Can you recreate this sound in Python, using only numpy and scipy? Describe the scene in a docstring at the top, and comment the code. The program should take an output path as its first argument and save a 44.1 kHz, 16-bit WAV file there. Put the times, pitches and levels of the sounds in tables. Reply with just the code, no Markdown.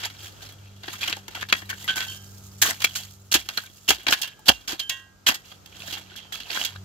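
"""A steel spade is stabbed into dry stony soil, outdoors, a few metres from a hand-held two-port microphone.
Each bite drives grit and stones under a contact force; the blade's modes ring dully in the soil
and clearly when it clinks on a stone in the air. Grit slides, pebbles tick and the ground thumps.
Behind it a far machine hums, drifting from about 100 down to 95 Hz, over soft shaped-noise rumble and hiss."""
import sys
import numpy as np
from scipy import signal
from scipy.fft import rfft, irfft, next_fast_len
from scipy.io import wavfile

SR = 44100
rng = np.random.default_rng(int(sys.argv[2]) if len(sys.argv) > 2 else 0)


def master(y):
    """Save y as 16-bit WAV."""
    cut = np.clip(np.atleast_2d(y).T, -1, 1)
    pcm = np.round(cut * 32767)  # scale
    wavfile.write(sys.argv[1], SR, pcm.astype(np.int16))


N = 301864

# blade bites soil: (t/s, crunch force level/dB, then re crunch: thud/dB, knock/dB, treble/dB;
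# push/ms, nominal t60/ms, which each band stretches or shortens)
BITES = [(0.026, -32.5, -16, -7.5, -11.5, 23, 20), (0.049, -32.5, -17, -5.5, -1.5, 2, 108),
         (0.833, -34, -13, -9, -16, 2.6, 98), (0.878, -33, -2.5, 0, -18, 7.6, 32),
         (0.9272, -41, -21, 3.5, 3.5, 10.3, 65), (1.0078, -26, -27, -12, -11, 6, 160),
         (1.03, -25, -25, -10, -10, 5.7, 160), (1.0756, -24.5, -10, -5.5, -6.5, 6, 47),
         (1.095, -31, -19, -1.5, -4, 5.8, 92), (1.1259, -24.5, -21, -5, -23, 1.8, 44),
         (1.166, -40, 2.5, -3, -2, 1.5, 29), (1.2803, -38.5, -6, -4.5, -1, 3.3, 38),
         (1.3475, -39, -9, 0, -7, 4.3, 190), (1.408, -34, -15, -8, -10, 10.2, 28),
         (1.423, -30, -30, -3, -14, 4.3, 28), (1.4874, -27, -21, -14, -12.5, 1.6, 87),
         (1.524, -12, -10.5, -3.5, -15, 5.8, 11), (1.6194, -37.5, -2, 7, -17, 2.6, 10),
         (1.6916, -34.5, -21, 6, 0, 10.3, 105), (1.8775, -24, -40, -9.5, -27, 11, 157),
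         (1.957, -32.5, -12, 1, 2, 19, 190), (2, -29.5, -30, -1.5, -10, 13, 180),
         (2.616, -22, -10, 1, 7.5, 12, 113), (2.6535, -27, -12, -2, 3, 15, 180),
         (2.686, -32, -5, 2.5, 5, 23, 42), (2.802, -35.5, -22, -14, -8, 3.8, 470),
         (2.8187, -26, -26, -4, -2.5, 2.3, 72), (2.84, -19.5, -27, -17.5, -0.5, 9.9, 13),
         (2.951, -33.5, -23, -13, 1, 15, 260), (3.314, -28.5, -29, -9, 1, 23, 14.7),
         (3.339, -11.5, -19, -8.5, -2, 7.4, 75), (3.4874, -22, -19, -6.5, -10.5, 3.4, 20),
         (3.5721, -23.5, -40, -6, -7, 6.6, 37), (3.879, -25.5, -15, -9.5, -4.5, 7.2, 16),
         (3.886, -17.5, -23, -14.5, -2.5, 16, 98), (3.9012, -12.5, -4.5, -17, -7.5, 6.5, 16),
         (4.0665, -14.5, -16, -5.5, -20, 1.4, 22), (4.08, -17.5, -12, -4, -13, 6.4, 40),
         (4.105, -25.5, -11, -10.5, -2, 13, 12), (4.1219, -14, -21, -4, -5, 9.2, 49),
         (4.17, -34, -17, -10.5, -14, 5.4, 73), (4.2151, -27, -40, -26, 0, 5.6, 72),
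         (4.2307, -29.5, -40, -10.5, -8, 4.3, 187), (4.456, -30, -13, -24, -5, 30, 13),
         (4.481, -13.5, -6, -10.5, -3, 12.6, 27), (4.675, -30, -6, -12, -4, 17, 140),
         (4.706, -27.5, -9, -17, -7, 3.6, 58), (4.7208, -33.5, -18, -7, -3.5, 9.9, 83),
         (4.7933, -24, -26, -26, -8.5, 8.6, 36), (4.8941, -21, -50, -32, -1.5, 3.6, 44),
         (5.2635, -17.5, -24.5, -6.5, -7.5, 16, 16), (5.2784, -19, -10.5, -3.5, -0.5, 8.8, 120),
         (5.3433, -31.5, -30, -11, 3, 1.2, 67), (5.515, -41, -4, -18, -16, 2.5, 36),
         (5.659, -39.5, -17, -14.5, -6, 3.7, 9), (5.928, -29.5, -25, -15, -10, 11.4, 75),
         (5.965, -40, -2.5, 2, -14, 12.6, 37), (6.1608, -37, -25, -31, -4, 3.4, 130),
         (6.3216, -35.5, -20, -7, -1.5, 3.1, 265), (6.401, -32, -26, -19, -15, 4.2, 96),
         (6.4938, -34.5, -13.5, -5, -14, 4.4, 230), (6.5175, -36.5, -34, -4, -8.5, 26, 810),
         (6.552, -41, -14, 9, -5, 13, 75), (6.6464, -25, -25, -13.5, -3.5, 3.9, 66)]
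# grit slides on the blade or showers off it:
# (start t/s, hold/s, crunch level/dB before clumping, treble level/dB re crunch)
SLIDES = [(0, 0.023, -34, -7), (.12, .04, -47.5, -6), (0.242, 0.018, -39, -1.5),
          (0.428, 0.041, -42.5, -3.5), (0.62, 0.12, -54, -6), (0.881, 0.21, -42, -3),
          (1.35, 0.052, -40.5, -6.5), (1.79, 0.13, -43.5, 0.5), (2.027, .11, -45, 7),
          (2.225, 0.89, -66.5, 17), (2.726, 0.32, -47, 1), (3.151, 0.18, -74.5, 17),
          (3.542, 0.1, -44, -1.5), (3.72, 0.17, -62, 11.5), (3.957, 0.043, -41, -12),
          (4.527, 0.016, -46, -15), (4.763, 0.16, -53, -2), (5.482, 0.018, -48, -2.5),
          (5.775, 0.029, -41.5, -7), (5.884, 0.065, -34.5, -4.5), (6.118, 0.087, -43.5, -22),
          (6.4, .08, -43, -11), (6.566, 0.05, -29, -4.5)]
SLIDE_RISE_DB_PER_S, SLIDE_FALL_DB_PER_S = 176, 186.5
FIRST_TOUCH = 0.54   # share of the full force at first contact; the push brings the rest
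# loosened grit runs on after every bite: level re crunch before clumping, decay, treble re trickle
TRICKLE_DB, TRICKLE_T60_MS, TRICKLE_TREBLE_DB = -18.5, 390, -2


def sliding_power():
    """Power of loose grit, crunch and treble: each slide rises, holds and falls at a fixed rate in dB."""
    t = np.arange(0, N / SR + .01, .002)
    power = 0
    for s, hold_s, crunch_db, treble_db in SLIDES:
        rise_db = SLIDE_RISE_DB_PER_S * np.maximum(s - t, 0)
        fall_db = SLIDE_FALL_DB_PER_S * np.maximum(t - s - hold_s, 0)
        power = power + from_db(2 * (crunch_db - rise_db - fall_db)) * from_db([[0], [2 * treble_db]])
    return np.array([np.interp(np.arange(N) / SR, t, band) for band in power])


def contact():
    """Rms force of thud, knock, crunch and treble: sliding in clumps plus sudden bites, each leaving a trickle."""
    loose, bites = sliding_power(), np.zeros((4, N))
    ms = 1000 * np.arange(SR // 4) / SR
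    trickle = from_db(2 * (TRICKLE_DB - 60 * ms / TRICKLE_T60_MS)) * from_db([[0], [2 * TRICKLE_TREBLE_DB]])
    for s, crunch_db, thud_db, knock_db, treble_db, push_ms, t60_ms in BITES:
        i = round(s * SR)
        loose[:, i:i + len(ms)] += from_db(2 * crunch_db) * trickle[:, :N - i]
        # the soil thud starts later and outlasts the crack; the treble dies first
        bands = [(thud_db, 4.0, 1.4), (knock_db, .8, 1.1), (0, 0, 1), (treble_db, 0, .8)]
        for band, (rel_db, late_ms, longer) in enumerate(bands):
            onset = np.clip(ms / (late_ms + 1.05), 0, 1)
            push = np.clip(FIRST_TOUCH + ms / (push_ms + 1), 0, 1)
            fall_db = -60 * np.maximum(ms - late_ms - push_ms, 0) / (t60_ms * longer)
            force = onset * push * from_db(crunch_db + rel_db + fall_db)
            bites[band, i:i + len(ms)] += force[:N - i] ** 2
    slip_starts = (rng.random(N) < 90 / SR) * rng.exponential(1.6, N)
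    slips_db = signal.lfilter([1], [1, -.995], slip_starts)   # brief slips
    clumps_db = -6.0 + 1.56 * drift(18.2) + np.minimum(slips_db, 9)
    # sliding keeps thud and knock low
    sliding = loose[[0, 0, 0, 1]] * from_db(2 * clumps_db) * from_db([[-22], [-17], [0], [0]])
    crushing_db = 2.5 * drift(110)   # stones give way in uneven clusters
    return np.sqrt(sliding + bites) * from_db(crushing_db)


# what the contact sets off, from thud to treble; no blade mode lies in the thud:
# (low f/Hz, high f/Hz, stones per s, cycles a stone rings, grit level/dB, stones level/dB, blade level/dB)
LAYERS = [(60, 900, 250, 18, -4, -3, 0), (900, 2350, 300, 35, -7, -3, -7),
          (2350, 5000, 500, 40, -6, -4, -6), (5000, 16500, 900, 45, -2, -6, -9)]
# modes of the steel blade, also heard in the clinks:
# (f/Hz, relative level/dB, t60/s in air before the damping of each contact)
BLADE = [(1066, -22, 0.43), (1529, -23, 0.48), (1615, -22, 0.63), (1685, -23, 0.26), (1798, -16, 0.18),
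         (1906, -13, 0.35), (2218, -14, 0.12), (2654, -13, 0.16), (2778, -5, 0.26), (2972, -28, 0.32),
         (3128, -12, 0.3), (3311, 0, 0.2), (3655, -15, 0.22), (3833, -21, 0.16), (4420, -27, 0.19),
         (4780, -13, 0.1), (5012, -31, 0.27), (5502, -18, 0.13), (5798, -28, 0.25), (6137, -20, 0.22),
         (6352, -30, 0.25), (6525, -12, 0.16), (6912, -25, 0.19), (7337, -19, 0.18)]
# colour of crushed grit, also of the pebbles: (f/Hz, relative spectrum level/dB)
CRUNCH = [(29, -48.5), (50, -61), (337, -16.5), (545, -30), (711, -11), (1070, -18), (1660, -1), (2160, -7),
          (3100, -1.5), (4670, -6), (5020, -9.5), (6870, -7.5), (8750, -15.5), (13800, -8), (16000, -14.5)]


def soil_damped_blade(x, modes):
    """Soil damps each blade mode quickly; a faint longer ring always lies under it."""
    out = 0
    for k, (hz, db, t60) in enumerate(modes):
        rung = ring(x, hz, 0.077 * t60) + 0.11 * ring(x, hz, 0.66 * t60)
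        out = out + from_db(0.94 * db) * rung * (-1) ** k
    return out


def digging():
    """Grit and stones under the contact force, heard directly and through the soil-damped blade."""
    grains, out = grit(6000, spread_db=3.0, dust=0.063), 0
    # grains nearer one port
    stray = shaped([grit(6000, 4.2, 0.54), grit(6000, 3.3, 0.37)], lambda hz: 3.9 * hz / (hz + 500))
    for force, layer in zip(contact(), LAYERS):
        low, high, per_s, cycles, grit_db, stones_db, blade_db = layer

        def colour(hz):
            return from_db(at_hz(CRUNCH, hz)) / np.sqrt(1 + (low / (hz + 1)) ** 8 + (hz / high) ** 8)

        out = out + force * from_db(grit_db) * rms_one(shaped(grains + stray, colour))
        out = out + force * from_db(stones_db) * pebbles(per_s, max(low, 240), min(high, 8500), cycles)
        modes = [mode for mode in BLADE if low < mode[0] < high]
        if modes:
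            steady_rms = np.sqrt(np.mean(soil_damped_blade(grains, modes) ** 2))
            out = out + from_db(blade_db) * soil_damped_blade(force * grains, modes) / steady_rms
    return out


def grit(per_s, spread_db, dust):
    """Grains snapping at random, sizes heavy-tailed, over fine dust; rms 1."""
    sizes = from_db(spread_db * np.minimum(rng.exponential(1, N), 4)) * rng.choice([-1, 1], N)
    return rms_one(sizes * (rng.random(N) < per_s / SR) + dust * rng.standard_normal(N))


def pebbles(per_s, low_hz, high_hz, cycles):
    """Stones knock at random; each rings a few cycles at a pitch drawn from 14 classes; rms 1."""
    hits = grit(per_s, spread_db=6.0, dust=0)
    pitch_class = rng.integers(0, 14, N)
    out = 0
    for k, hz in enumerate(np.geomspace(low_hz, high_hz, 14)):
        out = out + from_db(at_hz(CRUNCH, hz)) * ring(hits * (pitch_class == k), hz, cycles / hz)
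    return rms_one(out)


# free blade on stone: (t/s, level/dB at the first favoured pitch, first favoured f/Hz, spread/octaves,
# second favoured f/Hz, its level/dB, factor on the blade's t60)
CLINKS = [(1.886, 3, 1543, 0.062, 3100, -8, 0.37), (1.963, -7, 1500, 0.048, 3125, -23, 0.78),
          (2.043, -28, 1615, 0.073, 2780, -34.5, 1.45), (2.08, -19.5, 3130, 0.046, 4280, -8, 1.2),
          (4.133, -17.5, 1664, .03, 3128, -40, 2.7), (4.232, -21, 2780, 0.046, 1710, -37, 0.51),
          (4.542, -32, 2760, .06, 1700, -39, 0.71), (4.798, -16.5, 3087, .04, 1640, -26.5, 1.24),
          (4.897, -24.5, 3000, 1.46, 1390, -31.5, 1.14), (6.166, -38, 3140, .072, 1615, -50, 2.4),
          (6.324, -29, 3160, 0.095, 1615, -50, .8)]


def clinks():
    """Each stone favours the modes near two pitches; every mode radiates towards the ports in its own phase."""
    out, chance_db = np.zeros((2, N)), rng.normal(0, 1.8, (len(CLINKS), len(BLADE)))
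    t = np.arange(SR // 2) / SR
    hz, mode_db, t60 = np.transpose(BLADE)[:, :, None]
    wide = rng.uniform(-0.6, 1.0, hz.shape)
    for (s, level_db, first_hz, spread, second_hz, second_db, damping), own_db in zip(CLINKS, chance_db):
        favour = 0
        for db, near_hz in [(level_db, first_hz), (second_db, second_hz)]:
            favour = favour + from_db(db - 7.4 * (np.log2(hz / near_hz) / spread) ** 2)
        modes = favour * from_db(mode_db + own_db[:, None] - 60 * t / (t60 * damping))
        modes *= 1 - np.exp(-t / 0.0023)   # the contact lasts a moment
        mid = (modes * np.sin(2 * np.pi * hz * t)).sum(axis=0)
        side = (wide * modes * np.cos(2 * np.pi * hz * t)).sum(axis=0)
        i = round(s * SR)
        out[:, i:i + len(t)] += (mid * from_db([[-2.5], [2.5]]) + side * [[1], [-1]])[:, :N - i]
    return out


# single pebbles dropping or snapping: (t/s, level/dB before a 13.5 dB cut, pitch f/Hz)
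TICKS = [(0.231, -30, 3320), (0.255, -47, 3370), (0.454, -46, 3330), (0.523, -32, 3300),
         (1.656, -32.5, 3950), (1.808, -35, 3300), (1.843, -19.5, 1990), (3.597, -43, 3070),
         (3.637, -27.5, 1555), (4.032, -31.5, 2900), (4.275, -23.5, 3030), (4.392, -34.5, 860),
         (4.55, -47.5, 2740), (5.759, -52, 3017), (5.793, -31, 3120), (5.867, -28, 3760),
         (5.979, -33, 3500), (6.75, -43, 3750)]
# the ground booms under five of the stabs: (t/s, starting level/dB)
THUMPS = [(3.356, -38.5), (3.903, -37), (4.119, -48), (4.486, -32.5), (5.282, -47)]


def knocks():
    """Pebble ticks are a snap and a short ring; thumps a low swing of the ground, sinking from 75 Hz."""
    out, t = np.zeros(N), np.arange(SR // 5) / SR
    for (s, level_db, hz), snap in zip(TICKS, rng.standard_normal((len(TICKS), len(t)))):
        i = round(s * SR)
        tick = np.sin(2 * np.pi * hz * t) * from_db(-60 * t / 0.067) + 0.87 * snap * from_db(-60 * t / 0.049)
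        out[i:i + len(t)] += (from_db(level_db - 13.5) * tick)[:N - i]
    for s, level_db in THUMPS:
        i = round(s * SR)
        thump = from_db(level_db - 60 * t / 0.34) * np.sin(2 * np.pi * 75 * t / (1 + 1.6 * t))
        out[i:i + len(t)] += thump[:N - i]
    return out


# microphone phase: (f/Hz, left lead/radians)
PORT_PHASE = [(0, 0), (1300, .4), (2300, 5.2), (4200, 7), (8100, 13), (9100, 25), (16200, 25)]
# microphone colour: (f/Hz, left-right level/dB)
PORT_BALANCE = [(200, 1), (700, 1), (1300, 10.5), (2400, 3), (4400, -7), (8000, -2), (15000, -3)]
# ground, legs and drain wall: (delay t/s at the left port, level/dB in the bass)
ECHOES = [(.0011, -49.5), (.0034, -15), (.009, -9), (.023, -16.5)]


def ports(x):
    """The two ports sit apart: own phase, colour and echo delays on each side."""
    def echoes(hz, far):
        out = 1
        for s, db in ECHOES:
            out = out + from_db(db) / (1 + hz / 6000) * np.exp(-2j * np.pi * hz * s * far)
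        return out

    def response(hz):
        half_phase = np.exp(.5j * np.interp(hz, *np.transpose(PORT_PHASE)))
        half = from_db(at_hz(PORT_BALANCE, hz) / 2) * half_phase
        return np.array([half * echoes(hz, 1), echoes(hz, 1.17) / half])   # right echoes come later
    return shaped(x, response)


# far machine and open air: (t/s, hum level/dB rms, second partial level/dB rms, air level/dB);
# hum and partial waver about these, and the air is lifted 0.5 dB and wavers
FAR = [(0, -50.5, -59, -56.5), (.4, -51.5, -72.5, -50), (.75, -49.5, -58.5, -56.5),
       (1.4, -51.5, -57, -55.5), (2.05, -48, -55.5, -53.5), (2.6, -46.5, -53, -54.5), (3.1, -52, -62, -58),
       (3.75, -61, -64.5, -58.5), (4.5, -71, -68, -55), (5.05, -61, -68, -59), (5.4, -63.5, -64, -57),
       (5.9, -52, -57.5, -53), (6.45, -62.5, -62.5, -53.5), (6.65, -56, -67, -57), (6.76, -44, -60, -54.5),
       (6.84, -43, -53, -51)]
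# the machine slows a little: (t/s, f/Hz)
HUM_PITCH = [(0, 99.5), (.4, 99.8), (.75, 98.34), (5, 96.7), (5.5, 95.3), (6.84, 95.2)]
# further hum partials: (multiple of the hum pitch, level/dB re hum before their own waver)
HUM_PARTIALS = [(0.502, -26.5), (0.75, -15.5), (1.449, -13.5), (4.05, -20.5)]


def machine_hum():
    """Sine partials follow one gliding pitch; each wavers in level."""
    (hum_db, second_db, _), (hum_hz,) = in_time(FAR), in_time(HUM_PITCH)
    turn = 2 * np.pi * np.cumsum(hum_hz) / SR
    hum = from_db(hum_db + 2.36 * drift(9.6)) * np.sin(turn)
    hum += from_db(second_db + 1.7 * drift(2.5)) * np.sin(2 * turn)
    for multiple, db in HUM_PARTIALS:
        waver_db, phase_slip = 3 * drift(3), .6 * drift(3)
        hum += from_db(hum_db + db + waver_db) * np.sin(multiple * turn + phase_slip)
    return np.sqrt(2) * hum   # rms level to sine height


# colour of the air noise: (f/Hz, relative spectrum level/dB)
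AIR = [(12, -100), (20, -68), (43, -1), (101, -9.5), (146, -7), (204, -19), (241, -11.5), (849, -16.5),
       (1120, -21.5), (1260, -13.5), (1760, -25), (7110, -22.5), (9400, -36), (13500, -29), (16000, -47.5)]
# how alike the air noise is at both ports: (f/Hz, likeness from 0 to 1)
AIR_LIKENESS = [(25, .65), (60, 0), (180, 0.98), (550, 0), (1650, 0.12), (15000, 0)]


def air_noise():
    """Patchy rumble and hiss: coloured noise, split into mid and side by its likeness at the ports."""
    air_db = in_time(FAR)[2]
    mid, side = rng.standard_normal((2, N))

    def alike(hz):
        return np.clip(at_hz(AIR_LIKENESS, hz), -1, 1)

    mid = shaped(mid, lambda hz: from_db(at_hz(AIR, hz)) * np.sqrt(1 + alike(hz)))
    side = shaped(side, lambda hz: from_db(at_hz(AIR, hz)) * np.sqrt(1 - alike(hz)))
    return rms_one(mid + side * [[1], [-1]]) * from_db(air_db + 0.5 + 0.36 * drift(1.9))


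def from_db(db):
    """dB to gain."""
    return 10 ** (np.asarray(db) / 20)


def rms_one(x):
    """Scale to rms 1."""
    return x / np.sqrt(np.mean(x ** 2) + 1e-20)


def in_time(rows):
    """Columns of a curve table at every sample."""
    s, *columns = np.transpose(rows)
    return [np.interp(np.arange(N) / SR, s, c) for c in columns]


def at_hz(points, hz):
    """Read a spectrum table on a log axis."""
    table_hz, values = np.transpose(points)
    return np.interp(np.log(hz + 1), np.log(table_hz + 1), values)


def shaped(x, response):
    """Filter by a function of Hz."""
    size = next_fast_len(N + 4096)
    hz = np.arange(size // 2 + 1) * SR / size
    return irfft(rfft(x, size) * response(hz), size)[..., :N]


def drift(rate):
    """Slow random wander of rms 1, smoothed above the rate in Hz."""
    r = np.exp(-80 * np.pi * rate / SR)   # one step every 40 samples
    slow = signal.lfilter([1], [1, -2 * r, r * r], rng.standard_normal(N // 40 + 2002))[2000:]
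    return np.interp(np.arange(N) / 40, np.arange(len(slow)), rms_one(slow))


def ring(clicks, hz, t60):
    """A unit click sets a sine of height 1 ringing."""
    r, w = from_db(-60 / (t60 * SR)), 2 * np.pi * hz / SR
    return signal.lfilter([0, np.sin(w)], [1, -2 * r * np.cos(w), r * r], clicks + 1e-18)


# where the spade stands before the microphone: (t/s, left-right level/dB)
BEARING = [(0, 0), (4.9, -1.5), (6.3, -4.5), (6.84, -4)]


def scene():
    """The spade before the ports, the surroundings around them."""
    bearing_db, = in_time(BEARING)
    spade = ports(digging() + knocks()) + clinks()
    return spade * from_db([bearing_db / 2, -bearing_db / 2]) + machine_hum() + air_noise()


CUTOFF_HZ = 16300   # from here up the treble is at least 80 dB down


def record(dry):
    """The microphone drops the deepest bass, peaks beyond full scale are clipped, the top is cut."""
    heard = signal.sosfilt(signal.butter(2, 35, "high", fs=SR, output="sos"), dry)
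    top_cut = signal.cheby2(20, 80, CUTOFF_HZ, fs=SR, output="sos")
    return signal.sosfilt(top_cut, np.clip(heard, -1, 1))


dry = scene()
out = record(dry)
master(out)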